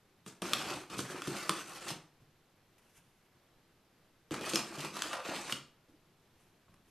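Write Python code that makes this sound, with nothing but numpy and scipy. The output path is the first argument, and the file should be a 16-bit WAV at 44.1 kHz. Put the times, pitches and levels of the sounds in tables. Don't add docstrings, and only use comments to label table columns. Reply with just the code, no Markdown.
import sys
import numpy as np
from scipy import signal
from scipy.fft import rfft, irfft, next_fast_len
from scipy.io import wavfile
from scipy.ndimage import uniform_filter1d, map_coordinates

SR = 44100
rng = np.random.default_rng(int(sys.argv[2]) if len(sys.argv) > 2 else 0)


def inscribe(sig):
    pcm = np.round(np.clip(np.atleast_2d(sig).T, -1, 1) * 32767)
    wavfile.write(sys.argv[1], SR, pcm.astype(np.int16))


N = 304290

# f/Hz, level/dB per Hz
HUSH_SPECTRUM = [(20, 0), (45, -13.5), (90, -1), (145, 0), (200, -3), (255, -5.5), (350, -4.5), (520, -9),
                 (850, -11), (1800, -15), (4000, -19.5), (7000, -26), (9500, -29), (13000, -25)]
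# f/Hz, side re mid/dB
HUSH_WIDTH = [(60, -19.5), (300, -18), (700, -12.5), (2200, -11.5), (7000, -2.5)]
# f/Hz, side re mid/dB
RUSTLE_WIDTH = [(60, -47), (3100, -90.5), (3800, -35.5), (5000, -5), (13000, -6.5)]
# f/Hz, t60/s
KITCHEN_T60 = [(100, 0.24), (260, 0.46), (1800, .37), (5000, .35), (12000, 0.23)]
# t of peak/s, peak hiss level/dB, rise/s, fall by 60 dB/s (negative: grows on)
POURS = [(2.782, -66, .003, .1), (2.83, -75, .06, 3.16), (2.975, -62, 0.078, 0.1), (6.4, -73, .06, 0.5),
         (6.743, -60, .003, 0.0061), (6.89, -75.5, 0.115, -2.57)]
# f/Hz, level/dB per Hz
POWDER_SPECTRUM = [(300, -35), (900, -4.5), (1800, -5), (2800, -0.5), (4200, -15), (6000, -5),
                   (7500, -10.5), (9500, -5.5), (13000, -10.5)]
# t/s, peak level/dB, f/Hz, t60/s
BUMPS = [(2.202, -57, 142.7, 0.36), (2.97, -59.5, 160.1, 0.187), (5.885, -54, 298, 0.31),
         (6.682, -57, 1091, 0.0947), (6.689, -58, 215.7, 0.62), (6.74, -58, 1240, 0.0247)]
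# t/s, peak level before the bass cut/dB, f/Hz, hollow re wall/dB
THUDS = [(0.264, -44.5, 185, -9), (0.42, -34, 227, 1.5), (0.71, -31.5, 341, -8.5), (0.968, -40, 145, 3),
         (0.99, -31, 137.1, -5), (1.144, -38, 355, -1), (1.276, -28, 351.5, 1.5), (1.494, -31.5, 180, 5.5),
         (1.912, -35.5, 151, -9.5), (4.311, -31, 305.7, -3), (4.41, -32, 399, -5), (4.537, -28, 348.4, -3),
         (4.777, -38, 145.1, -2), (4.856, -37, 200.2, 1.5), (5.287, -31.5, 330.2, -13.5),
         (5.527, -36, 143, -9.5)]
# f/Hz, level/dB, t60/s
BAG_MODES = [(140, -17, .1), (199, -10, .1), (345, -6, .06), (480, -10, .03)]
# t/s, peak level/dB, f/Hz, ring re crack/dB
SNAPS = [(0.263, -38.5, 1200, -5.5), (0.42, -27, 373, 2), (0.455, -28.5, 1140, 6), (0.534, -14, 3730, -6),
         (0.991, -25.5, 1333, -3.5), (1.22, -29, 1367, 0), (1.273, -28, 1195, -5),
         (1.494, -13.5, 1064, -0.5), (1.905, -27, 967, 2.5), (4.309, -33, 1340, -8.5),
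         (4.342, -28, 1210, -2), (4.411, -34, 515, 1.5), (4.5351, -21, 510, -1), (4.5576, -12.5, 5240, 0.5),
         (4.848, -28.5, 980, -2), (4.969, -27.5, 1126, 2), (5.021, -19, 3200, -10.5),
         (5.131, -25.5, 1163, 12), (5.497, -29.5, 1210, 5.5), (5.524, -20.5, 2885, -1)]
# f/Hz, level/dB per Hz
CRACK_SPECTRUM = [(30, -33), (100, -14.5), (320, 4), (700, -10), (1200, 8), (2000, -1), (3200, 6),
                  (6000, -3), (9000, -4), (13000, -11.5)]
# t of peak/s, peak level/dB
CRUMPLES = [(0.282, -52), (0.995, -40), (1.114, -48.5), (1.278, -46), (1.37, -50.5), (1.895, -39.5),
            (4.497, -40.5), (4.545, -42), (5.519, -42)]
# f/Hz, level/dB per Hz
CRINKLE_SPECTRUM = [(900, -38), (1800, -6), (2600, 2), (3300, -3), (4500, -2.5), (5500, -6), (6400, -5.5),
                    (7600, -8.5), (8700, -5), (9500, -12.5), (13000, -16.5)]
# f/Hz, level/dB per Hz
RUMBLE_SPECTRUM = [(30, -40.5), (70, -14.5), (110, -10.5), (140, -1.5), (220, -1.5), (260, -3), (345, 2.5),
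                   (440, -5), (650, -20), (1500, -56.5)]
# f/Hz, level/dB per Hz
SCRAPE_SPECTRUM = [(250, -33.5), (400, -11.5), (510, 1), (740, -1), (950, -1), (1150, 1.5), (1400, 1.5),
                   (1900, -5), (2600, -11), (5000, -41)]
# t/s, attack/s, length/s, scrape level/dB,
# wall rumble re scrape/dB, crinkle re scrape/dB, swell/(dB per s)
STROKES = [(0.262, 0.0036, .025, -57, -1, -1.5, -0.5), (0.416, 0.0056, 0.36, -47.5, -2.5, -0.5, -4.5),
           (0.694, .008, 0.0094, -45.5, -7.5, 0.5, -1.5), (0.896, 0.0078, .29, -51.5, -2, -1.5, -8.5),
           (1.199, 0.054, 0.4, -50, -7, 0.5, 6), (1.631, .06, 0.14, -53.5, -7, 3, -12),
           (1.782, 0.036, 0.117, -52, -7, -0.5, 35), (4.31, .01, 0.047, -45.5, -2, -2, -3),
           (4.407, 0.0071, 0.19, -44.5, -3, 0, 20.5), (4.673, 0.048, 0.18, -51.5, -1, 1, 37.5),
           (4.919, .04, 0.21, -46.5, -7.5, -0.5, 14), (5.132, .006, 0.053, -43, -20, -7.5, -60.5),
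           (5.228, 0.032, .085, -39.5, -17, -6, 0), (5.334, 0.024, .19, -48.5, -5, 0, -16)]

HUSH_DB = -69
TOP_HZ = 13200
CRUMPLE_RISE_S, CRUMPLE_FALL_S = 0.04, 0.16
CRUMPLE_BRIGHT_DB = 7
STROKE_RELEASE_DB_PER_S = 190
UNEVEN_DB, UNEVEN_RATE = 1.46, 35
NEUTRAL_DB = -48.5
DULLING = 0.7


def amp(db):
    return 10 ** (np.asarray(db) / 20)


def unit(x):
    return x / np.sqrt(np.mean(x ** 2) + 1e-20)


def along(points, hz):
    f, value = np.transpose(points)
    return np.interp(np.log(hz + 1), np.log(f + 1), value)


def wobble(rate):
    knots = rng.standard_normal(int(N * rate / SR) + 4)
    return map_coordinates(knots, [np.arange(N) * rate / SR])


def coloured(x, spectrum, size=4096):
    cepstrum = irfft(np.log(amp(along(spectrum, np.fft.rfftfreq(size, 1 / SR)))))
    cepstrum[1:size // 2] *= 2
    cepstrum[size // 2 + 1:] = 0
    impulse = irfft(np.exp(rfft(cepstrum)))
    return signal.fftconvolve(x, impulse)[:len(x)]


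def fading(t, t60):
    return np.exp(-np.log(1000) * t / t60)


def add(track, s, sound):
    part = track[round(s * SR):][:len(sound)]
    part += sound[:len(part)]


def swells(rows):
    power, t = np.zeros(N), np.arange(SR // 2) / SR
    for s, db, rise, fall in rows:
        gather = np.minimum(t / rise, 1) ** 2
        gain = amp(db) * gather * fading(np.maximum(t - rise, 0), fall)
        add(power, s - rise, gain ** 2)
    return np.sqrt(power)


def grains(spectrum, rate, spread_db, clump_db, clump_rate):
    slips = (rng.random(N) < rate / SR) * rng.choice([-1, 1], N)
    size_db = spread_db * np.minimum(rng.standard_normal(N), 2)
    size_db += clump_db * np.minimum(wobble(clump_rate), 2)
    return unit(coloured(slips * amp(size_db), spectrum))


def tilted(x, tilt_db, pivot_hz):
    low = signal.sosfiltfilt(signal.butter(2, pivot_hz, fs=SR, output="sos"), x)
    up = amp(tilt_db / 2)
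    return (low / up + (x - low) * up) / np.sqrt((up ** 2 + up ** -2) / 2)


def shifting(x, depth_db, size=512):
    z = signal.stft(x, nperseg=size)[2]
    across_hz = uniform_filter1d(rng.standard_normal(z.shape), size=4, axis=0)
    patches = uniform_filter1d(across_hz, size=10, axis=1)
    return unit(signal.istft(z * amp(depth_db * unit(patches)), nperseg=size)[1][:N])


def hush():
    level = amp(HUSH_DB + 0.3 * wobble(5))
    return level * unit(coloured(rng.standard_normal(N), HUSH_SPECTRUM))


def ports(x, width, size=256):
    z = signal.stft(x, SR, nperseg=size)[2]
    scattered = signal.istft(z * np.exp(2j * np.pi * rng.random(z.shape)), nperseg=size)[1][:N]
    side_gain = amp(along(width, np.fft.rfftfreq(N, 1 / SR)))
    side = irfft(rfft(unit(scattered)) * side_gain, N) * x.std()
    return np.array([x + side, x - side])


def kitchen(x, count=24):
    wet, knots = np.zeros(N), np.linspace(0, N, count)
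    for knot in knots:
        hz, t, z = signal.stft(rng.standard_normal(SR // 2), SR, nperseg=256)
        decay = fading(t, along(KITCHEN_T60, hz)[:, None])
        tail = signal.istft(z * decay, SR, nperseg=256)[1]
        near = np.flatnonzero(np.abs(np.arange(N) - knot) < knots[1])
        piece = x[near] * np.cos(np.pi / 2 * (near - knot) / knots[1])
        echo = signal.fftconvolve(piece, tail / np.linalg.norm(tail))
        add(wet, near[0] / SR + 0.004, echo)
    return wet


def pouring():
    powder = grains(POWDER_SPECTRUM, rate=6000, spread_db=4, clump_db=1.5, clump_rate=80)
    return swells(POURS) * powder


def bumps(ring_cycles=14, brush_db=-7):
    out, t = np.zeros(N), np.arange(SR // 4) / SR
    for s, db, hz, t60 in BUMPS:
        touch = rng.standard_normal(len(t)) * fading(t, t60)
        mode = np.sin(2 * np.pi * hz * t) * fading(t, ring_cycles / hz)
        ring = signal.fftconvolve(touch, mode)[:len(t)]
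        brush = coloured(touch, [(hz, 0), (13000, -26)])
        bump = unit(ring) + amp(brush_db) * unit(brush)
        add(out, s, amp(db) * bump / np.abs(bump).max())
    return out


def thuds(wall_cycles=16, attack=0.0013, puff=0.63):
    out, t = np.zeros(N), np.arange(SR // 3) / SR
    for s, db, hz, hollow_db in THUDS:
        modes = [(hz, 0, wall_cycles / hz)]
        modes += [(f, level + hollow_db, t60) for f, level, t60 in BAG_MODES]
        swing = np.zeros(len(t))
        for f, level, t60 in modes:
            gain = amp(level + rng.standard_normal())
            swing += gain * np.sin(2 * np.pi * (f * t + rng.random())) * fading(t, t60)
        air = coloured(rng.standard_normal(len(t)) * fading(t, 0.028), RUMBLE_SPECTRUM)
        thud = (unit(swing) + puff * unit(air)) * (1 - np.exp(-t / attack))
        add(out, s, amp(db) * thud / np.abs(thud).max())
    return signal.sosfilt(signal.butter(2, 100, "high", fs=SR, output="sos"), out)


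def snaps(life=0.017):
    out, t = np.zeros(N), np.arange(SR // 16) / SR
    for s, db, hz, ring_db in SNAPS:
        slips = rng.standard_normal(len(t)) * fading(t, life)
        slips[0] = 2.8
        patch = np.sin(2 * np.pi * hz * t) * fading(t, 14 / hz)
        ring = np.diff(signal.fftconvolve(slips, patch)[:len(t)], prepend=0)
        snap = unit(coloured(slips, CRACK_SPECTRUM)) + amp(ring_db) * unit(ring)
        add(out, s, amp(db) * snap / np.abs(snap).max())
    return out


def crinkling_paper():
    slips = grains(CRINKLE_SPECTRUM, rate=6000, spread_db=5, clump_db=1.9, clump_rate=140)
    return shifting(slips, depth_db=2.5)


def crumpling():
    flurries = swells([(s, db, CRUMPLE_RISE_S, CRUMPLE_FALL_S) for s, db in CRUMPLES])
    return flurries * tilted(crinkling_paper(), CRUMPLE_BRIGHT_DB, pivot_hz=5000)


def pushes():
    power, t = np.zeros((3, N)), np.arange(SR) / SR
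    for s, attack, length, db, wall_db, crinkle_db, swell in STROKES:
        swell_db = swell * (np.minimum(t, length) - length / 2)
        release_db = STROKE_RELEASE_DB_PER_S * np.maximum(t - length, 0)
        shape = np.minimum(t / attack, 1) * amp(db + swell_db - release_db)
        for layer, layer_db in zip(power, (0, wall_db, crinkle_db)):
            add(layer, s, (amp(layer_db) * shape) ** 2)
    return np.sqrt(power) * amp(UNEVEN_DB * wobble(UNEVEN_RATE))


def digging():
    scraping, shaking, crinkling = pushes()
    start, _, length, scrape_db, *_ = np.transpose(STROKES)
    depth_db = np.interp(np.arange(N) / SR, start + length / 2, scrape_db)
    bright_db = DULLING * (NEUTRAL_DB - depth_db)
    rumble = grains(RUMBLE_SPECTRUM, rate=1200, spread_db=2, clump_db=1.2, clump_rate=50)
    rasp = grains(SCRAPE_SPECTRUM, rate=2500, spread_db=3.5, clump_db=2, clump_rate=110)
    scrape = tilted(shifting(rasp, depth_db=2.4), bright_db, pivot_hz=1000)
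    crinkle = tilted(crinkling_paper(), bright_db, pivot_hz=5000)
    return shaking * rumble + scraping * scrape + crinkling * crinkle


def scene():
    rustle = digging() + crumpling() + bumps() + pouring()
    cracks, knocks = snaps(), thuds()
    room = kitchen(amp(-7.0) * rustle + amp(-6.5) * cracks + amp(-2) * knocks)
    return cracks + knocks + ports(rustle + room, RUSTLE_WIDTH) + ports(hush(), HUSH_WIDTH)


def record(dry):
    size = next_fast_len(N + SR // 2)
    hz = np.fft.rfftfreq(size, 1 / SR)
    gain = 1 / np.sqrt(1 + (hz / TOP_HZ) ** 120)
    return irfft(rfft(dry, size) * gain, size)[:, :N]


dry = scene()
out = record(dry)
inscribe(out)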